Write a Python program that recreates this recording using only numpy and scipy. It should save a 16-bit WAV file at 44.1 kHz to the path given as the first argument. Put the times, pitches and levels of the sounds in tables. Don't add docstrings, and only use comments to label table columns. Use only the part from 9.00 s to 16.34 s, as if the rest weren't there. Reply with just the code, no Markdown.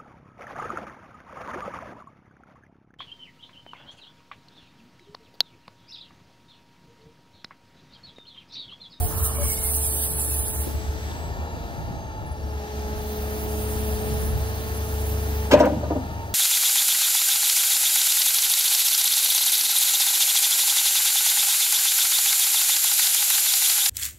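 import sys
import numpy as np
from scipy import signal
from scipy.fft import rfft, irfft, next_fast_len
from scipy.io import wavfile
from scipy.ndimage import uniform_filter1d, map_coordinates

SR = 44100
rng = np.random.default_rng(int(sys.argv[2]) if len(sys.argv) > 2 else 0)


def inscribe(sig):
    pcm = np.round(np.clip(np.atleast_2d(sig).T, -1, 1) * 32767)
    wavfile.write(sys.argv[1], SR, pcm.astype(np.int16))


def gain_from_db(level_db):
    decades = np.asarray(level_db, float) / 20
    return 10 ** decades


N = 323694

# start in seconds, peak in dB, pitch centre in Hz, push in ms.
BLOWS = [(6.506, -12, 890, 37), (6.512, -10, 1500, 8.2), (6.520, -1, 500, 5.1), (6.529, -2.5, 328, 4.8),
         (6.538, 6.5, 595, 6.5), (6.548, 3, 600, 5.4), (6.563, -10, 320, 5.2), (6.578, -9, 600, 7.9),
         (6.575, -9.5, 714, 14), (6.597, -4, 1610, 6.5), (6.603, 0.5, 617, 14), (6.605, -11.5, 296, 11),
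         (6.634, -7, 489, 17), (6.63, -13, 1400, 30), (6.66, -4.5, 532, 19), (6.692, -13, 575, 15),
         (6.721, -19.5, 292, 19), (6.725, -22, 614, 15), (6.76, -25, 606, 12), (6.765, -24.5, 215, 30),
         (6.828, -17, 616, 27), (6.831, -28, 1510, 14), (6.864, -22, 604, 12), (6.906, -18, 285, 14),
         (6.904, -10, 700, 14.3), (6.908, -11.5, 525, 13), (6.952, -15, 616, 22), (6.957, -19.5, 270, 15)]
WORKING_DB = -42
TURN_S = 3
STOP_S = 6.46


def curves(table):
    s, *columns = np.transpose(table)
    return [np.interp(np.arange(N) / SR, s, c) for c in columns]


def level(x, db):
    return x * gain_from_db(db) / np.sqrt(np.mean(x ** 2))


def colour(x, points):
    hz, db = np.transpose(points)
    size = next_fast_len(N)
    log_hz = np.log(np.fft.rfftfreq(size, 1 / SR) + 1)
    return irfft(rfft(x, size) * gain_from_db(np.interp(log_hz, np.log(hz), db)), size)[..., :N]


def band(x, low_hz, high_hz):
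    edges_hz = [low_hz, min(high_hz, .45 * SR)]
    return signal.sosfilt(signal.butter(3, edges_hz, "band", fs=SR, output="sos"), x)


def ring(x, hz, t60):
    pole = np.exp((2j * np.pi * hz - np.log(1000) / t60) / SR)
    return signal.lfilter([1], [1, -pole], x).imag


def walk(rate):
    k = int(SR / rate)
    held = np.repeat(rng.standard_normal(N // k + 1), k)
    return np.sqrt(2) * uniform_filter1d(uniform_filter1d(held, k), k)[:N]


def eased(x, seconds):
    size = int(seconds * SR)
    return uniform_filter1d(1. * x, size=size, origin=(size - 1) // 2, mode="nearest")


def tone(hz, db, flutter_db):
    turns = np.cumsum(hz) / SR + rng.random()
    return np.sqrt(2) * gain_from_db(db + flutter_db * walk(14)) * np.sin(2 * np.pi * turns)


def lively(points, edges_hz, swell_db, flicker_db):
    size = next_fast_len(N)
    noise = rfft(colour(rng.standard_normal((3, N)), points), size)
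    swell = swell_db * walk(4.946)
    log_hz = np.log(np.fft.rfftfreq(size, 1 / SR) + 1)
    place = np.interp(log_hz, np.log(edges_hz), np.arange(len(edges_hz)))
    total = 0
    for k in range(len(edges_hz)):
        share = np.maximum(1 - abs(place - k), 0)
        total = total + gain_from_db(swell + flicker_db * walk(14)) * irfft(noise * share, size)[:, :N]
    return level(total, 0)


def ports(x, lead_ms, pan_db, turn=0.):
    size = next_fast_len(N)
    hz = np.fft.rfftfreq(size, 1 / SR)
    late = irfft(rfft(x, size) * np.exp(-1j * (2 * np.pi * hz * lead_ms / 1000 + turn)), size)[:N]
    return np.array([x * gain_from_db(pan_db / 2), late * gain_from_db(-pan_db / 2)])


def lumps():
    # centre in seconds, change of exhaust level in dB, length in seconds.
    throbs = [(.07, -13, 0.035), (0.396, 0, .05), (1.393, 5, 0.015), (1.53, -15, .025), (1.61, 7, 0.033),
              (1.662, -10, .015), (1.77, 9, 0.025), (1.897, 12, 0.012), (2.0, -6, .03), (2.067, 6, 0.023),
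              (2.22, 4, .03), (2.397, -6, .015), (2.44, 8, .02), (2.532, 7, 0.017), (2.604, 5, 0.013),
              (2.676, -1, 0.017), (2.83, -4, 0.017), (2.98, 1, .015), (3.068, 7.5, 0.017),
              (3.323, 9, 0.014), (3.37, -13, 0.022), (3.45, 7, .03), (3.563, 6, 0.024), (3.68, -9, 0.034),
              (4.366, -4, 0.018), (5.47, -5, .02), (5.87, -9, 0.019)]
    t = np.arange(N) / SR
    return sum(db * np.exp(-((t - s) / length) ** 2) for s, db, length in throbs)


def engine():
    # time in seconds, firings per second, exhaust in dB, second piston order in dB (pressure).
    running = [(0, 72.6, -38, -41.5), (.2, 73.5, -30.5, -41), (2.06, 72.2, -33, -45.5),
               (2.15, 78.2, -37, -63), (2.22, 78.1, -31.5, -60), (2.4, 77.6, -38, -58),
               (2.47, 77.3, -40, -49), (2.66, 76.2, -41, -50), (2.74, 75.8, -42, -62), (3.2, 73, -43, -62),
               (3.3, 72.3, -35.5, -60), (3.39, 72, -35, -45), (3.62, 71, -37, -41),
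               (3.9, 70.8, -30.5, -37.5), (5.12, 71.5, -30, -33), (5.35, 71.95, -27, -36.5),
               (5.6, 73.4, -31.5, -39), (6, 72, -25.5, -36.5), (6.5, 71.9, -25.5, -36),
               (6.65, 71, -30, -46), (6.95, 77.2, -32.5, -42), (7.34, 76, -39, -60)]
    # time in seconds, turbo blade tone in Hz, its level in dB.
    turbo = [(0, 7700, -72), (1.2, 7900, -64), (1.8, 7920, -56), (2.17, 7930, -57), (2.28, 7780, -60),
             (2.42, 7400, -66), (2.7, 6830, -72), (3, 6330, -66), (3.3, 5920, -68), (3.6, 5820, -66),
             (3.95, 6000, -67), (5.5, 7500, -67), (5.8, 7620, -65), (6.5, 7790, -64), (6.75, 7800, -68),
             (7, 6600, -76), (7.34, 6300, -76)]
    # multiple of the firing rate, level in dB at
    high_lines = [(22.5, -63), (24, -60)]
    # frequency in Hz, density in dB per Hz.
    block = [(600, -29), (900, -5.5), (1300, -0.5), (1750, 2), (2030, -0.5), (2700, -1.5), (4500, -3.5),
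             (5750, -4.5), (6200, 0), (7400, -12), (10000, -12), (15650, -10), (15950, -50)]
    # frequency in Hz, density in dB per Hz.
    roar_shape = [(24, -48), (40, 4.5), (157, -3.5), (200, -4), (334, -6), (433, -5.5), (467, -8),
                  (613, -5), (818, -6.5), (1500, -23), (1950, -35), (3300, -120)]
    # centre in Hz, width in Hz, level in dB.
    sheets = [(687, 43, -16), (839, 79, -4), (1330, 174, -9.5), (1756, 166, -7.5), (2323, 110, -13),
              (2770, 240, -17.5), (3450, 98, -18.5), (3937, 167, -19), (4640, 350, -21.5)]

    fire_hz, exhaust_db, second_db = curves(running)
    blade_hz, blade_db = curves(turbo)
    t, load_db = np.arange(N) / SR, second_db - WORKING_DB

    first_db = -49.5 + 0.96 * load_db
    third_db = -52 + 0.36 * load_db
    fourth_db = -49.5 - 0.16 * load_db
    opening = eased((t > 3.7) & (t < 5.3), 0.039)
    coasting = eased((t > 2.58) & (t < 3.02), 0.045)
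    first_db = first_db + 4.5 * opening
    third_db = third_db + 2.25 * opening + 10 * coasting

    spool_khz_s = np.maximum(eased(np.gradient(blade_hz) * SR / 1000, 0.34), 0)
    shaft_hz, casing_hz, casing_width_hz = blade_hz / 7, 857, 25
    shaft_db = -60 + 6 * spool_khz_s + 15.5 * np.exp(-((shaft_hz - casing_hz) / casing_width_hz) ** 2)

    clatter_db = -46 + 0.37 * eased(load_db, 0.34) + (blade_hz - blade_hz.max()) / 1000
    clatter_db = clatter_db - 3 * eased(t > STOP_S, 0.021)
    rated_hz = 71.2
    roar_db = -37.5 + 0.5538 * np.maximum(load_db, 0) + .5 * np.maximum(fire_hz - rated_hz, 0)

    fire_hz = fire_hz * (1 + 0.0015 * walk(9))
    lines = tone(fire_hz, exhaust_db + lumps(), 1.4)
    lines = lines + tone(2 * fire_hz, exhaust_db - 21, 1.7) + tone(fire_hz * 5 / 3, -51.0, 3.2)
    for order, db in (2, second_db), (3, third_db), (4, fourth_db):
        lines = lines + tone(3 * order * fire_hz, db, 0.4)
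    for multiple, db in high_lines:
        lines = lines + tone(multiple * fire_hz, db + 0.22 * load_db, 1.3)
    lines = lines + tone(shaft_hz, shaft_db, 2.2)
    hose = tone(3 * fire_hz, first_db, 0.79)
    whistle = tone(blade_hz * (1 + 0.0022 * walk(60)), blade_db - 1, 3.5)

    since_firing = np.cumsum(fire_hz) / SR % 1
    knock = 1 + 0.13 * np.exp(-since_firing / 0.22) * gain_from_db(2.7 * walk(60))
    clatter = lively(block, 700 * 2 ** np.arange(0, 5.1, .5), .3, .9)
    clatter = gain_from_db(clatter_db - 0.3288) * knock * clatter
    roar = gain_from_db(roar_db - 2.5) * lively(roar_shape, 35 * 2 ** np.arange(0, 6.1, .75), 0.11, 0.42)
    panels = 0
    for hz, width, db in sheets:
        panels = panels + gain_from_db(db) * band(rng.standard_normal(N), hz - width / 2, hz + width / 2)
    panels = gain_from_db(roar_db) * level(panels * (1 + 1.5 * (knock - 1)), -10.5)
    near = lines + clatter[0] + roar[0] + panels
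    scattered = clatter[1:] + gain_from_db(-9.5) * roar[1:]
    return ports(near, 0.24, 1.0) + ports(hose + whistle, 0.026, .4) + scattered


def flow():
    # time in seconds, oil hiss in dB.
    oil = [(0, -30), (.12, -33.5), (.4, -26), (.7, -24), (1.3, -26), (1.66, -33.5), (1.79, -58.5),
           (2.13, -61), (3.11, -73.5), (3.4, -66), (4.07, -50.5), (4.6, -42), (5.01, -43), (5.62, -46.5),
           (6.1, -44.5), (6.48, -45), (6.56, -63), (7.34, -57.5)]
    # centre in seconds, surge in dB, further change of the top octave in dB.
    spurts = [(.26, 8.5, -0.5), (.32, -0.5, -1), (.57, -0.5, -1), (0.659, 0.5, 0.5), (1.04, 3.5, -0.5),
              (1.2, 3.5, -0.5), (1.3, -0.5, -0.5), (1.45, -2.5, 1), (4.42, 0.5, 2), (4.88, -0.5, 2),
              (5.23, 6, -2), (6.1, 2, 1), (6.37, -6, 5)]
    t, body_db = np.arange(N) / SR, curves(oil)[0]
    top_db = -2.5 - 0.16 * np.maximum(body_db - WORKING_DB, 0)
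    for s, db, bright_db in spurts:
        surge = np.exp(-((t - s) / .026) ** 2)
        body_db = body_db + db * surge
        top_db = top_db + bright_db * surge
    return body_db, top_db


def mirror_ms():
    # start in seconds, lag in ms when another face of arm or bucket starts to mirror the hiss.
    faces = [(0, .96), (.3, .97), (.62, 1.13), (.85, 1.3), (1.05, 1.12), (1.28, 1.2), (1.55, 1.45),
             (3.2, 1.4), (4.2, 1.14), (4.7, 1.16), (4.85, .98), (5.1, .75), (5.3, .6), (5.65, .52),
             (5.98, .9), (6.25, 1.)]
    t, (s, ms) = np.arange(N) / SR, np.transpose(faces)
    face = np.searchsorted(s, t, side="right") - 1
    drift_ms_per_s = np.where(s[face] < TURN_S, .27, -.27)
    return eased(ms[face] + drift_ms_per_s * (t - s[face]), .03)


def ram():
    # frequency in Hz, density in dB per Hz.
    jet_shape = [(1500, -47), (2600, -21.5), (4500, -23), (5750, -13), (6400, -11.5), (7500, -16.5),
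                 (8700, -7.5), (10500, -4.5), (12000, -6), (14000, -4.5), (15650, 1.5), (15950, -49)]
    body_db, top_db = flow()
    jet = gain_from_db(1.3 * walk(40)) * lively(jet_shape, 3000 * 2 ** np.arange(0, 2.45, .14), 0.5, 1.8)
    lag = mirror_ms() * SR / 1000
    images = [(lag + .3 * walk(25), .58), (.64 * lag + walk(4), .22), (1.6 * lag + walk(4), .22)]
    time = np.arange(N)
    combed = jet[0]
    for late, share in images:
        strength = share * np.where(time < TURN_S * SR, 1.35, 1.15) * (1 + 0.23 * walk(11))
        combed = combed + strength * map_coordinates(jet[0], [time - late], order=2)
    left, right = ports(combed, -.053, -3.5, turn=3.2) + gain_from_db(-5.5) * jet[1:]
    left = colour(left, [(10500, 0), (12500, -1.5)])
    right = colour(right, [(10500, 0), (12500, 1.5)])
    pair = level(np.array([left, right]), 1.76)
    top = colour(pair, [(9500, -9), (13500, 8.5)])
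    return gain_from_db(body_db) * (pair + (gain_from_db(top_db + 3.0) - 1) * top)


def groans():
    # start in seconds, length in
    # seconds, pitch in Hz, width in Hz, level in dB.
    pins = [
        (0, 0.061, 716, 7.4, -35),
        (.04, 0.49, 1194, 475, -45),
        (.13, 0.15, 1330, 30, -46.5),
        (.33, 0.22, 2280, 260, -50.5),
        (.46, 0.266, 2200, 90, -49.5),
        (.376, 0.067, 581, 6.6, -33.5),
        (.41, 0.032, 1650, 150, -53),
    ]
    lines = [
        (1.02, 0.55, 10640, 1800, -31.5),
        (.62, 0.52, 8950, 1550, -34.5),
        (2.25, 1, 819, 6.5, -49),
        (3.3, .5, 5500, 62, -64),
        (3.4, 0.86, 810, 13, -50.5),
        (4.4, 0.55, 8900, 250, -55),
        (5.05, 0.21, 10360, 280, -48.5),
    ]
    streaks = [(3.25, .09, 10060, 40.4, -56.5), (3.34, 0.41, 10400, 60, -67), (3.42, .2, 8750, 60, -71),
               (3.86, .16, 10750, 80.7, -68), (4.56, 0.081, 13500, 200, -59), (4.78, 0.21, 10300, 150, -53),
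               (5.24, 0.098, 10800, 200, -48), (5.3, .1, 15150, 200, -49), (5.76, .12, 12900, 200, -53),
               (6.09, 0.06, 11400, 150, -47), (5.74, 0.0497, 10710, 80.3, -43),
               (6.05, 0.05, 10950, 80, -43.5)]
    out = np.zeros(N)
    for table, glide in (pins, -.155), (lines, 0), (streaks, .4):
        for s, length, hz, width, db in table:
            a, b = int(max(s, 0) * SR), int((s + length) * SR)
            blur = 1 + np.sqrt(width / 30) * walk(width)[a:b]
            pitch = np.cumsum(np.linspace(hz, hz * (1 + glide * length), b - a)) / SR
            groan = level(blur * np.sin(2 * np.pi * pitch), db)
            out[a:b] += groan * signal.windows.tukey(b - a, .4)
    return ports(out, 0.014, -0.81)


def wind():
    # time in seconds, wind in dB.
    gusts = [(0, -30), (.4, -32.5), (2.0, -38), (3.5, -36), (3.95, -44), (5.1, -34), (6.1, -45.5),
             (6.8, -52), (7.34, -42)]
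    # start in seconds, peak in dB, top frequency in Hz, left minus right in dB.
    buffets = [(1.664, -23, 452, 6), (1.738, -22.5, 201, 1), (2.102, -31, 499, 2), (2.381, -30, 152.3, -6),
               (2.541, -31, 300, -7), (2.772, -27, 198, 4), (2.879, -28, 300, 7), (2.922, -29, 300, -8),
               (3.44, -30, 248, 2), (4.452, -26, 250, -5), (5.049, -30, 250.7, 0), (5.22, -23.5, 353, 0),
               (6.85, -28, 206, 7)]
    shape = [(18, -56.0), (40, 4.0), (80, 11.0), (160, -3.0), (400, -20.5), (900, -19), (1500, -90)]
    gust = lively(shape, [15, 40, 80, 160, 320, 900], 2.6, 4.2)
    out = gain_from_db(curves(gusts)[0] - 6.0) * (gust[0] + 2.13 * gust[1:])
    chance, ms = rng.standard_normal((len(buffets), 2, 6000)), np.arange(6000) * 1000 / SR
    for (s, db, top_hz, pan_db), eddy in zip(buffets, chance):
        a = int(s * SR)
        thump = level(band(eddy, 28.0, top_hz), db - 3.5)
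        thump = thump * np.minimum(ms / 3.0, 1) * np.exp(-ms / 25.5)
        out[:, a:a + 6000] += thump * gain_from_db(np.array([[pan_db], [-pan_db]]) / 2)
    return out


def scrapes():
    # start in seconds, length in seconds, low edge in Hz, high edge in Hz, level in dB, grain in dB.
    rubs = [(6.51, 0.196, 1000, 1900, -35.5, 3.5), (6.53, 0.16, 1900, 3100, -43, 5),
            (6.9, .1, 310, 490, -37.5, 2), (7.0, .34, 905, 925, -48.5, 0), (4.26, 1.43, 822, 838, -52, 4),
            (3.7, 1.05, 296, 314, -51, 2), (.05, .4, 990, 1640, -49.5, 2), (.41, .05, 1100, 2000, -46.5, 2),
            (2, .3, 2600, 4800, -58, 5), (2.07, .06, 3200, 3800, -51, 4), (3.9, .7, 13000, 15700, -50, 4),
            (6.3, .14, 13000, 15700, -50, 3)]
    out = np.zeros(N)
    for s, length, low_hz, high_hz, db, grain_db in rubs:
        a, b = int(s * SR), min(int((s + length) * SR), N)
        rub = band(rng.standard_normal(N), low_hz, high_hz) * gain_from_db(grain_db * walk(90))
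        out[a:b] += level(rub[a:b], db) * signal.windows.tukey(b - a, .5)
    return ports(out, -0.071, .8)


def plane():
    # time in seconds, blade rate in Hz, level in dB.
    drone = [(0, 106.5, -67), (1.4, 104.5, -45), (3.3, 104.4, -46.5), (3.8, 103.6, -60), (4.5, 103, -37.5),
             (5.7, 100.6, -35), (7.34, 98.3, -37.5)]
    hz, db = curves(drone)
    blades = ports(tone(hz, db, 1.1), -0.11, -0.44)
    return blades + ports(tone(3.03 * hz, -52.5, 3.04), 0.67, 0.37)


def puffs():
    # peak time in seconds, peak in dB, length in ms, left minus right in dB.
    gasps = [
        (2.282, -24, 3, 3),
        (2.607, -24, 2.7, -2),
        (2.79, -31, 3, 0),
        (2.877, -25, 2.8, 0),
        (2.91, -19.5, 2, 1),
        (2.969, -26.5, 3.6, -8),
        (3.227, -23, 2.9, 0),
    ]
    out, ms = np.zeros((2, N)), np.arange(-1000, 1000) * 1000 / SR
    for s, db, length_ms, pan_db in gasps:
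        a = int(s * SR) - 1000
        push = np.exp(-(ms / np.where(ms < 0, length_ms, length_ms / 2)) ** 2)
        rebound = 0.31 * np.exp(-(ms / length_ms / 0.9 - 1.2) ** 2)
        out[:, a:a + 2000] += (push - rebound) * gain_from_db(db + np.array([[pan_db], [-pan_db]]) / 2)
    return band(out, 28, 2000)


def steel():
    # start in seconds, peak in dB, length in ms.
    contacts = [
        (6.511, -33.5, 36),
        (6.516, -32, 8.2),
        (6.533, -31.5, 6.9),
        (6.598, -39, 16),
    ]
    # start in seconds, peak in dB, low edge in Hz, high edge in Hz.
    clicks = [
        (6.513, -31, 4500, 16000),
        (6.591, -28, 5200, 8000),
        (6.592, -30, 8000, 16000),
        (6.656, -27, 10500, 15500),
        (6.656, -31, 3500, 7000),
    ]
    cracks, ticks, ms = np.zeros(N), np.zeros(N), np.arange(2000) * 1000 / SR
    for (s, db, length_ms), spit in zip(contacts, rng.standard_normal((len(contacts), 2000))):
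        a = int(s * SR)
        shape = np.minimum(ms / 1.3, 1) * np.exp(-(ms / length_ms) ** 3)
        cracks[a:a + 2000] += gain_from_db(db + 8.0) * spit * shape
    for (s, db, low_hz, high_hz), spit in zip(clicks, rng.standard_normal((len(clicks), 2000))):
        a = int(s * SR)
        ticks[a:a + 2000] += gain_from_db(db) * band(spit * np.exp(-ms / 3), low_hz, high_hz)
    rattle = rng.standard_normal(2000) * np.exp(-ms / 15)
    a = int(6.599 * SR)
    ticks[a:a + 2000] += level(ring(rattle, 5700, .02), -48)
    return cracks, ticks


def bucket():
    # frequency in Hz, level in dB, 60 dB decay in seconds.
    modes = [(206, -2, 0.058), (267, -0.5, 0.11), (314, 0.5, 0.095), (393, 1.5, 0.031),
             (502.4, -7.5, 0.085), (597, -2, 0.043), (683, -8.5, 0.09), (790, -1.5, 0.049),
             (830, -10.5, 0.067), (941, -8, 0.13), (1045, -16, 0.051), (1216, -8.5, 0.048),
             (1485, -10, 0.035), (1700, -18, 0.052), (2200, -29, 0.048), (2680, -23, 0.031)]
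    pushes, (cracks, ticks) = np.zeros((len(modes), N)), steel()
    chance = rng.standard_normal((len(BLOWS), 2, 2000))
    ms = np.arange(2000) * 1000 / SR
    for (s, db, pitch_hz, push_ms), (push, spit) in zip(BLOWS, chance):
        a = int(s * SR)
        shape = np.minimum(ms / 1.17, 1) * np.exp(-(ms / max(push_ms, 1)) ** 3)
        beat = 0.28 * np.sin(2 * np.pi * pitch_hz * ms / 1000)
        crack_db = -39.5 - 34 * (s - STOP_S)
        cracks[a:a + 2000] += gain_from_db(db + crack_db + 5.0) * spit * shape
        for k, (hz, mode_db, _) in enumerate(modes):
            near_db = -7.0 * min(abs(np.log2(hz / pitch_hz)), 1.5)
            pushes[k, a:a + 2000] += gain_from_db(db + mode_db + near_db) * (np.roll(push, 91 * k) + beat) * shape
    first = int(BLOWS[0][0] * SR)
    body = sum(ring(x[first:], hz, t60) for x, (hz, _, t60) in zip(pushes, modes))
    body = gain_from_db(-36.5) * band(np.pad(body, (first, 0)), 94, 9000)
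    bright = ticks + colour(cracks, [(700, 13.5), (1500, 13.0), (3000, 8.5), (6400, 0.0), (8000, -8.0),
                                     (15800, -11), (16300, -63.0)])
    tail = rng.standard_normal(SR // 2) + 0.48 * rng.standard_normal((2, SR // 2))
    tail = tail * gain_from_db(-60 * np.arange(SR // 2) / SR / 0.39)
    wet = signal.fftconvolve(band(body + bright, 120, 3500)[None], tail, axes=1)[:, :N]
    heard = ports(body, -.14, 1.3) + ports(bright, -.14, .3)
    hollow = level(rng.standard_normal((2, 800)) * np.exp(-ms[:800] / 6.9), -3) / np.sqrt(800)
    heard = heard + signal.fftconvolve(band(bright, 1840, 9500)[None], hollow, axes=1)[:, :N]
    return heard + gain_from_db(-40.0) * wet


def boom():
    since = np.arange(N) / SR - BLOWS[1][0]
    t60_s = 2.24
    shape = np.clip(since / 0.024, 0, 1) * gain_from_db(-60 * np.maximum(since, 0) / t60_s)
    return ports(level(band(rng.standard_normal(N), 87, 253), -26) * shape, 0.12, .6)


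def scene():
    machine = engine() + ram() + groans() + scrapes() + bucket() + boom()
    return machine + wind() + plane() + puffs()


def starve(x):
    # frequency in Hz, hiss in dB above which that band is dropped.
    limits = [(1700, -20), (1980, -38), (2200, -31), (2550, -37), (3000, -35.5), (4800, -35.5), (5200, -38),
              (5750, -43), (6300, -41), (7000, -39), (7600, -26)]
    hz, s, blocks = signal.stft(x.mean(axis=0), SR, nperseg=2048)
    hiss_db = 10 * np.log10(np.sum(np.abs(blocks[hz > 7500]) ** 2, axis=0) + 1e-12)
    hiss_db = np.minimum(uniform_filter1d(hiss_db, size=3), signal.medfilt(hiss_db, 17))
    hiss_db = np.minimum(hiss_db, -35)
    hiss_db = hiss_db - 2.5 * (s < .23)
    hiss_db = hiss_db + 4 * ((s > .88) & (s < 1.2))
    chance = np.repeat(rng.standard_normal((129, blocks.shape[1])), 8, axis=0)[:len(hz)]
    ceiling_db = np.where(hz < 5000, -34, 0)[:, None]
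    limit_db = np.interp(hz, *np.transpose(limits))[:, None]
    lost = np.minimum(hiss_db, ceiling_db) + 3.5 * chance > limit_db
    local = uniform_filter1d(np.abs(blocks), size=8, axis=0)
    weak = local < 1.7 * np.median(local, axis=1)[:, None]
    lost &= weak | (hz > 4800)[:, None]
    middle = ((hz > 1700) & (hz < 7600))[:, None]
    return x - signal.istft(blocks * lost * middle, SR, nperseg=2048)[1][:N]


def band_limit(x):
    return signal.sosfilt(signal.butter(12, 16900, fs=SR, output="sos"), x)


def record(dry):
    low_pass = signal.ellip(10, .2, 70, 15900, fs=SR, output="sos")
    cut = signal.sosfilt(low_pass, np.clip(dry, -1, 1))
    mix = starve(cut)
    return band_limit(mix)


dry = scene()
out = record(dry)
inscribe(out)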